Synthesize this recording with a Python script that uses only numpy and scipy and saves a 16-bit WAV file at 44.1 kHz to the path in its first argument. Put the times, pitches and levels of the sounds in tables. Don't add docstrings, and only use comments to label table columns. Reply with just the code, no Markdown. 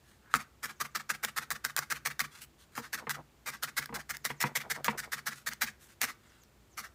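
import sys
import numpy as np
from scipy import signal
from scipy.fft import rfft, irfft
from scipy.io import wavfile

SR = 44100
rng = np.random.default_rng(int(sys.argv[2]) if len(sys.argv) > 2 else 0)


def generate_wav(sig):
    pcm = np.round(np.clip(np.atleast_2d(sig).T, -1, 1) * 32767).astype(np.int16)
    wavfile.write(sys.argv[1], SR, pcm)


N = 306054

LEAD_S = 0.015

USUAL_STAB_DB, PULL_DB, PULL_FOLLOWS = -36, -43.5, 0.5

# start_s, push_length_s, crackle_level_db
NEEDLE_STABS = [(0.339, 0.033, -38.5), (0.629, 0.036, -41), (0.801, 0.023, -35.5), (0.949, .024, -36),
                (1.093, .024, -36), (1.23, .025, -36), (1.363, 0.03, -37), (1.506, 0.022, -36.5),
                (1.642, 0.025, -38), (1.768, 0.027, -36), (1.901, 0.029, -36.5), (2.052, 0.026, -33.5),
                (2.195, .022, -32.5), (2.752, 0.052, -46.5), (2.927, 0.028, -37), (3.096, 0.023, -36),
                (3.46, .043, -40.5), (3.624, 0.028, -38), (3.767, 0.029, -33), (3.942, 0.027, -40),
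                (4.093, .024, -37.5), (4.244, 0.029, -36.5), (4.403, 0.029, -32), (4.553, .026, -31.5),
                (4.7, 0.025, -33.5), (4.844, 0.028, -37.5), (4.976, 0.031, -39.5), (5.119, 0.03, -37),
                (5.26, .031, -36.5), (5.463, 0.028, -36), (5.611, 0.034, -31.5), (6.012, 0.042, -33.5),
                (6.771, 0.04, -43.5)]


def needle():
    out = np.zeros(N)
    for start_s, push_s, push_db in NEEDLE_STABS:
        ring_hz = ring_centre(start_s)
        pull_db = PULL_DB + PULL_FOLLOWS * (push_db - USUAL_STAB_DB)
        add(out, start_s - LEAD_S, push(push_s, push_db, ring_hz))
        add(out, start_s, pull(pull_lag(push_s), pull_db, ring_hz, push_s))
    return out


# frequency_hz, gain_db
CRACKLE_COLOUR = [(200, -30), (500, -9), (1000, -3), (2200, -5.5), (2700, -1.5), (3300, -0.5), (4300, 0.5),
                  (5600, 0), (8000, -4), (9800, -7.5), (12000, -5), (13200, -7), (15000, -5)]

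EVEN_RING_HZ, RING_DB_PER_OCTAVE = 1643, -8.5


def push(length_s, crackle_db, ring_hz, tilt_db=0.67, ring_width_hz=520,
         rub_db=-5, load_db=-17, load_hz=360):
    t = clock(0.3) - LEAD_S
    speed = tearing(t, length_s)
    depth = np.clip(t / length_s, 0, 1)

    slips = speed * fibres(len(t), per_s=1900, spread_db=3.5)
    rub = speed * rng.standard_normal(len(t))
    friction = level(slips, 0, length_s) + level(rub, rub_db, length_s)

    crackle = hands(colour(friction, tilted(CRACKLE_COLOUR, tilt_db)))
    ring = hands(hollow(slips, ring_hz, ring_width_hz))
    thud = table_top(soften(rub * depth, load_hz, order=2))

    ring_db = crackle_db + RING_DB_PER_OCTAVE * np.log2(ring_hz / EVEN_RING_HZ)
    thud_db = (crackle_db + ring_db) / 2 + load_db
    mix = level(crackle, crackle_db, length_s) + level(ring, ring_db, length_s)
    return mix + level(thud, thud_db, length_s)


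def tearing(t, length_s, entry=0.66, fluff=0.25, fluff_s=0.0026, stop_s=0.0062):
    stroke = entry + np.sin(np.pi * np.clip(t / length_s, 0, 1))
    inside = stroke * np.exp(-np.maximum(t - length_s, 0) / stop_s)
    touch = fluff * np.exp(-np.abs(t) / fluff_s)
    return np.where(t < 0, touch, inside) * surges(len(t), per_s=458.4, depth_db=1.0)


def pull(middle_s, db, ring_hz, push_s, rasp_db=-6, rasp_hz=7500, ring_db=1,
         ring_width_hz=520, load_db=-16):
    t = clock(0.3)
    width_s = 0.29 * push_s
    catch = np.exp(-((t - middle_s) / width_s) ** 2 / 2)
    slips = fibres(len(t), per_s=6500, spread_db=5.5)

    rasp = hands(soften(colour(np.cbrt(catch) * slips, CRACKLE_COLOUR), rasp_hz))
    ring = hands(hollow(catch * slips, ring_hz, ring_width_hz))
    thud = table_top(soften(catch * slips, 315, order=2))

    layers = [(rasp, rasp_db), (ring, ring_db), (thud, load_db)]
    return sum(level(x, db + share_db, 2 * width_s) for x, share_db in layers)


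TURN_S, PULL_LAG_PUSHES = 0.022, 1.416


def pull_lag(push_s):
    return TURN_S + PULL_LAG_PUSHES * push_s


# start_s, crackle_level_db, hollow_ring_level_db
STRAND_SNAPS = [(0.3401, -24.5, -14.5), (0.3498, -39, -22), (1.102, -33, -24), (1.2485, -23.5, -47),
                (1.385, -35, -25), (1.5051, -27.5, -30.5), (1.6503, -24, -27.5), (1.7651, -21.5, -29),
                (1.79, -24, -26), (1.9241, -31, -26), (2.1941, -25, -29), (3.0951, -30, -29),
                (3.635, -25, -60), (3.8587, -36, -40), (4.169, -35, -42.5), (4.2521, -24, -60),
                (4.8451, -26, -33.5), (5.489, -32, -32), (5.5345, -34.5, -53), (6.016, -21, -34),
                (6.436, -55, -68)]


def snaps(length_s=0.0018, fray=0.21, fray_s=0.0012, tilt_db=1.44, muffling=0.6, ring_width_hz=240):
    out, t = np.zeros(N), clock(0.03)
    for start_s, crackle_db, ring_db in STRAND_SNAPS:
        click = (t == 0) + fray * np.exp(-t / fray_s) * rng.standard_normal(len(t))
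        snap_tilt_db = tilt_db - muffling * max(ring_db - crackle_db, 0)
        crackle = colour(click, tilted(CRACKLE_COLOUR, snap_tilt_db))
        ring = hollow(click, ring_centre(start_s), ring_width_hz)
        add(out, start_s, level(crackle, crackle_db, length_s) + level(ring, ring_db, length_s))
    return out


def fibres(count, per_s, spread_db):
    chance = rng.random(count)
    size = np.minimum(rng.standard_normal(count), 2)
    sign = np.sign(rng.standard_normal(count))
    return (chance < per_s / SR) * sign * undb(spread_db * size)


def surges(count, per_s, depth_db):
    steps = np.clip(rng.standard_normal(400), -2, 2)
    place = np.arange(count) / SR * per_s
    return undb(depth_db * np.interp(place, np.arange(len(steps)), steps))


# frequency_hz, gain_db
HOLLOW_COLOUR = [(350, -1), (650, -10.5), (880, -4), (1000, -6.5), (1130, 2), (1280, 2), (1450, -4.5),
                 (1650, 0), (1950, 1.5), (2300, 2.5), (2700, 0), (5000, -8), (12000, 2.5)]


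def hollow(slips, hz, width_hz):
    return colour(resonate(slips, hz, width_hz), HOLLOW_COLOUR)


# time_s, ring_centre_hz
RING_CENTRES = [(0.34, 1330), (2.1, 1546), (3.8, 1593), (4.5, 1890), (5.25, 1520), (5.6, 1790), (6.0, 1574),
                (6.8, 1510)]


def ring_centre(at_s):
    return np.interp(at_s, *np.transpose(RING_CENTRES))


def hands(x, reach_s=0.002, count=4):
    out = x.copy()
    for place in rng.random(count):
        lag = 1 + int(place * reach_s * SR)
        out[lag:] += 0.2 * rng.choice([-1, 1]) * x[:-lag]
    return out


# frequency_hz, level_db, t60_s
TABLE_MODES = [(75, -24, .2), (122, -9, .15), (145, -1, .24), (212, -2, .17), (248, 0, .13), (335, -8, .06),
               (462, 0, .08), (510, -7, .05), (735, -6, .04), (955, 5, .05), (1250, 2, .035)]


def table_top(force, scatter_db=2.0):
    t = clock(0.35)
    spot_db = scatter_db * rng.standard_normal(len(TABLE_MODES))
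    ring = np.zeros(len(t))
    for k, (hz, db, t60) in enumerate(TABLE_MODES):
        decay = undb(db + spot_db[k] - 60 * t / t60)
        ring += (-1) ** k * decay * np.sin(2 * np.pi * hz * t)
    return signal.fftconvolve(force, ring)[:len(force)]


# frequency_hz, gain_db
CLACK_COLOUR = [(200, -15), (450, -4), (620, -14), (950, 4.5), (1400, -3.5), (2200, 1), (3200, -9),
                (6000, -15.5), (12000, -8)]

# start_s, modes_level_db, clack_level_db, contact_hardness_as_upper_edge_hz
HAND_KNOCKS = [(0.343, -38, -56, 300), (2.777, -39, -38.5, 1700), (3.069, -42.5, -38.5, 1700),
               (3.892, -44.5, -49, 1170), (3.926, -42, -44, 1470), (4.302, -44, -37.5, 2400),
               (4.439, -31, -28.5, 2020), (4.881, -32.5, -25, 2580)]


def knocks(length_s=0.014, scuff=0.096, scuff_s=0.015, clack_s=0.0083, body_hz=900):
    out, t = np.zeros(N), clock(0.35)
    for start_s, body_db, clack_db, edge_hz in HAND_KNOCKS:
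        force = (t == 0) + scuff * np.exp(-t / scuff_s) * rng.standard_normal(len(t))
        body = table_top(soften(soften(force, edge_hz, order=2), body_hz))
        burst = np.exp(-t / clack_s) * rng.standard_normal(len(t))
        clack = soften(colour(burst, CLACK_COLOUR), edge_hz, order=2)
        add(out, start_s, level(body, body_db, length_s) + level(clack, clack_db, length_s))
    return out


# start_s, level_db
HAND_SLIDES = [(2.983, -53.5), (3.15, -50), (3.939, -48.5), (4.456, -52), (4.621, -52), (4.751, -48),
               (4.909, -48), (5.031, -57.5)]


def slides(length_s=0.071, start_hz=1400, end_hz=500, width_hz=400, wood_db=-7):
    out, t = np.zeros(N), clock(0.2)
    progress = np.minimum(t / length_s, 1)
    centre_hz = start_hz * (end_hz / start_hz) ** progress
    phase = 2 * np.pi * np.cumsum(centre_hz) / SR
    for start_s, db in HAND_SLIDES:
        grains = fibres(len(t), per_s=900, spread_db=3.5) * np.sin(np.pi * progress)
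        rub = soften(grains, width_hz, order=2) * np.sin(phase)
        wood = table_top(soften(grains, 1230, order=2))
        mix = level(rub, 0, length_s) + level(wood, wood_db, length_s)
        add(out, start_s, level(mix, db, length_s))
    return out


# frequency_hz, gain_db
RUSTLE_COLOUR = [(200, -12), (500, -25.5), (1000, -5.5), (1500, 3), (2500, -2), (5000, -2.5), (9000, -2),
                 (15500, -8.5)]

# start_s, length_s, level_db, tilt_db_per_octave
WOOL_RUSTLES = [(0.01, 0.18, -68.5, -2), (0.208, 0.16, -65.5, -22), (0.3, 0.084, -56, -4),
                (2.301, 0.14, -57, -2.5), (2.404, 0.052, -50, 1), (2.576, 0.086, -64, -2),
                (2.712, 0.054, -66.5, -2.5), (5.31, 0.13, -58, -1), (5.789, 0.1, -61.5, 0.5),
                (5.872, 0.077, -62.5, -1.5), (6.167, 0.29, -68.5, -5)]


def rustles():
    out, t = np.zeros(N), clock(0.4)
    for start_s, length_s, db, tilt_db in WOOL_RUSTLES:
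        arc = np.sin(np.pi * np.minimum(t / length_s, 1))
        swell = arc * surges(len(t), per_s=120, depth_db=2.0)
        slips = swell * fibres(len(t), per_s=2600, spread_db=-0.5)
        rustle = hands(colour(slips, tilted(RUSTLE_COLOUR, tilt_db)))
        add(out, start_s, level(rustle, db, length_s))
    return out


def room(x, t60_s=0.27, treble_t60_s=0.22, split_hz=2500, wet_db=-14, treble_db=-3, first_s=0.0057):
    t = clock(0.4)
    noise = rng.standard_normal(len(t)) * (t > first_s)
    low = soften(noise, split_hz)
    low_decay = undb(-60 * t / t60_s)
    treble_decay = undb(treble_db - 60 * t / treble_t60_s)
    tail = low * low_decay + (noise - low) * treble_decay
    spread = np.sqrt(np.sum(low_decay ** 2))
    return x + undb(wet_db) * signal.fftconvolve(x, tail / spread)[:N]


# start_s, level_db
BIRD_NOTES = [(.735, -76), (.895, -78), (4.19, -77), (4.345, -73), (6.255, -75), (6.39, -71), (6.695, -71)]


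def bird(start_hz=8300, end_hz=4800, length_s=0.07):
    out, t = np.zeros(N), clock(0.15)
    progress = np.minimum(t / length_s, 1)
    pitch_hz = start_hz + (end_hz - start_hz) * progress
    phase = 2 * np.pi * np.cumsum(pitch_hz) / SR
    for start_s, db in BIRD_NOTES:
        blur = soften(rng.standard_normal(len(t)), 220, order=2)
        note = blur * np.sin(phase) * np.sin(np.pi * progress)
        add(out, start_s, level(note, db, length_s))
    return out


# frequency_hz, gain_db
AIR_COLOUR = [(15, -50.5), (25, -9), (152, -8), (173, -18), (204, -9.5), (305, -17), (340, -12), (445, -18),
              (684, -20.5), (895, -21.5), (1300, -23.5), (6050, -32.5), (7500, -31.5), (9550, -37),
              (15500, -35.5)]


def air(hiss_db=-64, drone_hz=61, drone_width_hz=12, drone_db=-69.0):
    hiss = colour(rng.standard_normal(N), AIR_COLOUR, size=8192)
    drone = rng.standard_normal(N)
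    for _ in range(2):
        drone = resonate(drone, drone_hz, drone_width_hz)
    return level(hiss, hiss_db, N / SR) + level(drone, drone_db, N / SR)


def undb(db):
    return 10 ** (np.asarray(db) / 20)


def clock(length_s):
    return np.arange(int(length_s * SR)) / SR


def level(x, db, length_s):
    return x * undb(db) * np.sqrt(length_s * SR / (np.sum(x ** 2) + 1e-18))


def add(track, at_s, x):
    start = max(int(at_s * SR), 0)
    track[start:start + len(x)] += x[:max(N - start, 0)]


def colour(x, points, size=2048):
    hz, db = np.transpose(points)
    bins_hz = np.fft.rfftfreq(size, 1 / SR)
    log_gain = np.log(undb(np.interp(np.log(bins_hz + 1), np.log(hz), db)))
    cepstrum = irfft(log_gain)[:size // 2]
    cepstrum[1:] *= 2
    response = irfft(np.exp(rfft(cepstrum, size)))
    return signal.fftconvolve(x, response)[:len(x)]


def tilted(points, db_per_octave):
    return [(hz, db + db_per_octave * np.log2(max(hz, 1500) / 1500)) for hz, db in points]


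def resonate(x, hz, width_hz):
    return signal.lfilter(*signal.iirpeak(hz, hz / width_hz, fs=SR), x)


def soften(x, edge_hz, order=1):
    return signal.sosfilt(signal.butter(order, min(edge_hz, 0.45 * SR), fs=SR, output="sos"), x)


def scene():
    on_table = needle() + snaps() + knocks() + slides() + rustles()
    return (room(on_table) + bird() + air())[None]


def record(dry, bass_hz=48, top_hz=15550):
    high_pass = signal.butter(3, bass_hz, "high", fs=SR, output="sos")
    low_pass = signal.ellip(12, 0.2, 70, top_hz, fs=SR, output="sos")
    return signal.sosfilt(low_pass, signal.sosfilt(high_pass, dry))


dry = scene()
out = record(dry)
generate_wav(out)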